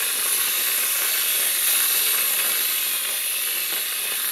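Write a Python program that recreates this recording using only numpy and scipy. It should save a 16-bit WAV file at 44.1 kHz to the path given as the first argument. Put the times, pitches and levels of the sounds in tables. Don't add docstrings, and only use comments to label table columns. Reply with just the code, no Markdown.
import sys
import numpy as np
from scipy import signal
from scipy.fft import irfft
from scipy.io import wavfile
from scipy.ndimage import uniform_filter1d

SR = 44100
rng = np.random.default_rng(int(sys.argv[2]) if len(sys.argv) > 2 else 0)


def wrap_up_sound(samples):
    columns = np.atleast_2d(samples).T
    tamed = np.clip(columns, -1, 1)
    steps = np.round(tamed * 32767).astype(np.int16)
    wavfile.write(sys.argv[1], SR, steps)


N = 190379


def gain_of(db):
    return 10 ** (np.asarray(db) / 20)


def evened(x):
    return x / np.sqrt(np.mean(x ** 2) + 1e-20)


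def read(points, hz):
    f, value = np.transpose(points)
    return np.interp(np.log(hz + 1), np.log(f + 1), value)


def bumps(table, hz):
    return sum(db * np.exp(-.5 * ((hz - f) / width) ** 2) for f, width, db in table)


def causal(db):
    log_gain = np.log(gain_of(np.maximum(db, -100)))
    full_circle = np.concatenate([log_gain, log_gain[-2:0:-1]])
    phase = signal.hilbert(full_circle, axis=0).imag[:len(log_gain)]
    return np.exp(log_gain - 1j * phase)


def coloured(x, shape):
    hz = np.fft.rfftfreq(8192, 1 / SR)
    impulse = irfft(causal(shape(hz)))[:4096]
    return signal.oaconvolve(x, impulse)[:N]


def flicker(hz):
    lowpass = signal.butter(2, hz, fs=SR, output="sos")
    return evened(signal.sosfilt(lowpass, rng.standard_normal(N)))


# time in seconds, hiss level in dB, lift of the 4 kHz hump in dB,
# crackle level in dB, rush level in dB.
FLOW = [(0.0, -28, 1, -31.5, -31.5), (0.14, -29, 3, -35.5, -34), (0.28, -26.5, -0.5, -35, -32),
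        (0.45, -26.5, -0.7, -33.5, -30.5), (0.7, -27, 3.5, -33, -33.5), (0.9, -27, -2.5, -35, -31.5),
        (1.15, -26, 1, -34.5, -31.5), (1.35, -26, 0.5, -36, -31), (1.62, -26, 3, -35.5, -34.5),
        (1.68, -23, 1.5, -32.5, -30.5), (1.85, -24, 5, -32.5, -34), (2.1, -25, 2.5, -35, -30.5),
        (2.24, -27, 0, -35.5, -31), (2.42, -26, -1.5, -32, -30.5), (2.66, -27, 6, -34.5, -35),
        (2.8, -28, -0.7, -39, -30.5), (2.94, -28, 1.5, -36, -32), (3.02, -29.5, 1.5, -40, -35),
        (3.36, -29, -2, -38, -31.5), (3.64, -29, -3, -39.5, -31), (3.78, -30, 3.5, -38.5, -35),
        (4.06, -31, -2, -40, -32), (4.2, -29, 2, -39.5, -35), (4.31, -30, 3, -36.5, -38)]


def flow(t, column):
    rows = np.array(FLOW)
    return np.interp(t, rows[:, 0], rows[:, column])


def gas(spectrum, level_db, fast_db, slow_db):
    flutter = gain_of(fast_db * flicker(hz=250) + slow_db * flicker(hz=23.0))
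    noise = rng.standard_normal(N) * flutter
    return gain_of(level_db) * evened(coloured(noise, lambda hz: read(spectrum, hz)))


# frequency in Hz, relative level in dB.
HISS = [(5000, -40), (7000, -22), (8300, -12), (10000, -10), (13500, -10), (15700, -22)]
MID = [(3000, -36.5), (4800, -4), (6500, -3), (8200, -4), (10000, -31)]
RUSH = [(900, -33.5), (2000, -10), (2500, -3.5), (3200, -5.5), (4300, -6), (5200, -13.5), (8000, -45)]
MID_DB, MID_FADE_DB_PER_S = -6, -0.92


def jet(t):
    hiss_db = flow(t, column=1)
    mid_db = hiss_db + MID_DB + MID_FADE_DB_PER_S * t
    hiss = gas(HISS, hiss_db, fast_db=0.5, slow_db=0.5)
    mid = gas(MID, mid_db, fast_db=1.7, slow_db=0.2)
    rush = gas(RUSH, flow(t, column=4), fast_db=1.0, slow_db=0.4)
    return hiss + mid + rush


def bubbles(per_s, spread_db):
    rate_per_s = per_s * gain_of(1.5 * flicker(hz=25.27))
    size = gain_of(spread_db * np.minimum(rng.exponential(1, N), 3.5))
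    sign = rng.choice([-1., 1.], N)
    return size * sign * (rng.random(N) < rate_per_s / SR)


# peak time in seconds, crackle lift in dB, gurgle lift in dB.
BURSTS = [(0.02, -2.5, 1), (0.19, 3.5, 4), (0.26, 5, 12), (0.48, 3, 4), (0.79, 2, 8), (1.035, 5, 8),
          (1.14, 2, -1), (1.23, -2, -0.5), (1.56, 4.5, -2), (2.19, 8, 2), (2.31, 2, 3.5), (2.79, -3, 5.5),
          (3.05, 8.5, 2.5), (3.09, 3, 7), (3.37, -2, -3), (3.58, 4, 4), (3.728, 6, 10.5), (3.768, 4, 12),
          (3.925, 6, 2), (4.044, -2, 9), (4.123, 1, 6.5), (4.14, 0, 6.5), (4.245, -5, 2)]
BURST_RISE_S, BURST_FALL_S = 0.0073, 0.018


def bursts(t, column):
    total_db = np.zeros(len(t))
    for row in BURSTS:
        since = t - row[0]
        decay = np.where(since < 0, (since / BURST_RISE_S) ** 2, abs(since) / BURST_FALL_S)
        total_db += row[column] * np.exp(-decay)
    return total_db


# frequency in Hz, relative level in dB.
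SPUTTER = [(500, -41), (900, -19.5), (1500, -5.5), (2300, -7.5), (4000, -21), (7000, -26.5), (15000, -58)]
GURGLE = [(30, -41), (140, -26), (200, -11), (400, -0.5), (700, -1), (1000, -5.5), (2000, -46)]
GURGLE_DB, GURGLE_DB_PER_S = -10, 0.59
OWN_GURGLE = 0.59


def sputter(t):
    clicks = bubbles(per_s=1500, spread_db=4.5)
    deeper = bubbles(per_s=800, spread_db=4.5)
    mixed = (1 - OWN_GURGLE) * clicks + OWN_GURGLE * deeper
    crackle = evened(coloured(clicks, lambda hz: read(SPUTTER, hz)))
    gurgle = evened(coloured(mixed, lambda hz: read(GURGLE, hz)))
    level_db = flow(t, column=3)
    crackle_db = level_db + bursts(t, column=1)
    gurgle_db = level_db + GURGLE_DB + GURGLE_DB_PER_S * t + 1.0 * flicker(hz=5.8) + bursts(t, column=2)
    return gain_of(crackle_db) * crackle + gain_of(gurgle_db) * gurgle


# time in seconds, strength in dB before the nozzle, pitch in Hz.
POPS = [(0.027, -26, 2590), (0.212, -21.5, 1910), (0.227, -17, 1530), (0.33, -14.5, 2240),
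        (0.716, -11.5, 2570), (0.886, -16, 2550), (1.034, -23, 2550), (1.093, -17.5, 2970),
        (1.179, -25, 2610), (1.286, -25, 2460), (1.804, -17, 1550), (2.067, -17, 2670), (2.145, -17, 1560),
        (2.391, -19.5, 2660), (2.405, -15, 2570), (2.435, -24, 2960), (2.519, -11.5, 3030),
        (2.652, -17, 2730), (2.781, -12, 2640), (3.088, -18.5, 3310), (3.436, -18, 2950),
        (3.486, -16.5, 2690), (3.582, -22, 2610), (3.732, -14.5, 3500), (3.738, -15, 2670),
        (3.764, -19, 1800), (3.778, -14.5, 2580), (3.962, -30, 2660), (4.121, -20, 1590),
        (4.138, -15, 2490), (4.245, -14, 1950)]


def pops():
    out, t = np.zeros(N), np.arange(-40, 200) / SR
    for start_s, db, hz in POPS:
        cycles = t * hz
        fade = np.exp(-np.where(cycles < 0, 5.3 * cycles ** 2, 0.92 * cycles))
        swing = np.cos(2 * np.pi * cycles)
        balanced = swing - np.average(swing, weights=fade)
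        at = round(start_s * SR)
        out[at:at + len(t)] += gain_of(db) * fade * balanced
    return out


# time in seconds, slide of the treble resonances in %,
# slide of the low resonances in %.
TURNS = [(-0.1, 0.3, 0.8), (0.25, -2.3, -0.9), (0.6, 2.0, 2.3), (0.9, -1.1, -0.7), (1.2, 1.8, 1.4),
         (1.63, -2.9, -1.8), (2.0, 2.3, 2.3), (2.4, -0.3, -0.5), (2.7, 2.5, 2.2), (3.17, -3.1, -4.3),
         (3.66, 2.8, 2.2), (4.08, -1.0, -1.8), (4.45, 2.0, 1.8)]


def circling(t, column=1):
    rows = np.transpose(TURNS)
    count = np.arange(len(TURNS))
    place = np.interp(t, rows[0], count)
    eased = place // 1 + .5 - .5 * np.cos(np.pi * (place % 1))
    return np.interp(eased, count, rows[column])


def patches(shape, bins, frames):
    field = rng.standard_normal(shape[::-1]).T
    over_hz = uniform_filter1d(field, size=bins, axis=0)
    return evened(uniform_filter1d(over_hz, size=frames, axis=1))


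# centre at rest in Hz,
# bell half width in Hz, gain in dB.
NOZZLE = [(2230, 64, 1.5), (2366, 61, -6.5), (2606, 95, 4.5), (2802, 38, -6), (2927, 53, 4.5),
          (3050, 33, -3), (3163, 57, -4.5), (3660, 136, 3), (3670, 400, 2), (5010, 164, -4.5),
          (6500, 89, 1.5), (6750, 104, -6.5), (7130, 200, 2), (7970, 390, -5), (9000, 310, 4.5),
          (9920, 260, -3), (11234, 390, 9), (11850, 170, -2.5), (12890, 450, 4.5), (13800, 200, -3),
          (15160, 500, -8)]
LOW_LEAD_S = .1
DIP_DB, DIP_DB_PER_PERCENT, DIP_LAG_S, DIP_DB_PER_S = 2, -1.4, 0.13, .6
UPPER_DIP_SHARE, UPPER_DIP_DB = 0.67, -2


def nozzle(x, patchy_db, ripple_db):
    hz, t, z = signal.stft(x, SR, nperseg=2048, noverlap=1536)
    treble = np.clip(hz[:, None] / 4000 - 1, 0, 1)
    percent = treble * circling(t) + (1 - treble) * circling(t + LOW_LEAD_S, column=2)
    at_rest_hz = hz[:, None] / (1 + percent / 100)
    swing_db = DIP_DB_PER_PERCENT * circling(t - DIP_LAG_S)
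    dip_db = DIP_DB + DIP_DB_PER_S * t + swing_db
    upper_dip_db = UPPER_DIP_DB + UPPER_DIP_SHARE * swing_db
    changing = [(4020, 580, flow(t, column=2)), (8270, 520, -dip_db), (12050, 86, -upper_dip_db)]
    colour_db = bumps(NOZZLE + changing, at_rest_hz)
    colour_db += patchy_db * patches(z.shape, round(300 / hz[1]), round(0.17 / t[1]))
    colour_db += ripple_db * patches(z.shape, round(45 / hz[1]), round(.4 / t[1]))
    return signal.istft(z * causal(colour_db), SR, nperseg=2048, noverlap=1536)[1][:N]


# centre in Hz, bell half width in Hz, gain in dB.
ROOM = [(195, 11, 5), (300, 19, -5), (401, 12, 2.5), (553, 8.7, 2.5), (639, 3.8, 9), (682, 24, -8.5),
        (763, 11, -10), (823, 21, 2), (909, 70, -5), (1095, 46, 6), (1170, 12, -9.5), (1254, 22, 7),
        (1327, 30, -7), (1370, 36, 1.5), (1472, 6.2, -17.5), (1650, 30, 2.5), (1648, 16, -5.5),
        (2080, 20, -7)]


def room(x):
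    return coloured(x, lambda hz: bumps(ROOM, hz))


# frequency in Hz, relative level in dB.
HUM = [(12, -44), (20, -28), (65, -8), (123, -16), (160, 1), (210, -24), (350, -120)]
HUM_DB = -73.5


def room_tone():
    noise = rng.standard_normal(N)
    return gain_of(HUM_DB) * evened(coloured(noise, lambda hz: read(HUM, hz)))


def scene():
    t = np.arange(N) / SR
    source = nozzle(jet(t) + sputter(t) + pops(), patchy_db=0.97, ripple_db=1.82)
    return np.tile(room(source) + room_tone(), (2, 1))


EDGE_HZ = 15720


def record(dry):
    rumble_filter = signal.butter(2, 45, "high", fs=SR, output="sos")
    thinned = signal.sosfilt(rumble_filter, dry)
    band_limit = signal.firwin(1023, EDGE_HZ, window=("kaiser", 10), fs=SR)
    return signal.oaconvolve(thinned, band_limit[None], "same")


dry = scene()
out = record(dry)
wrap_up_sound(out)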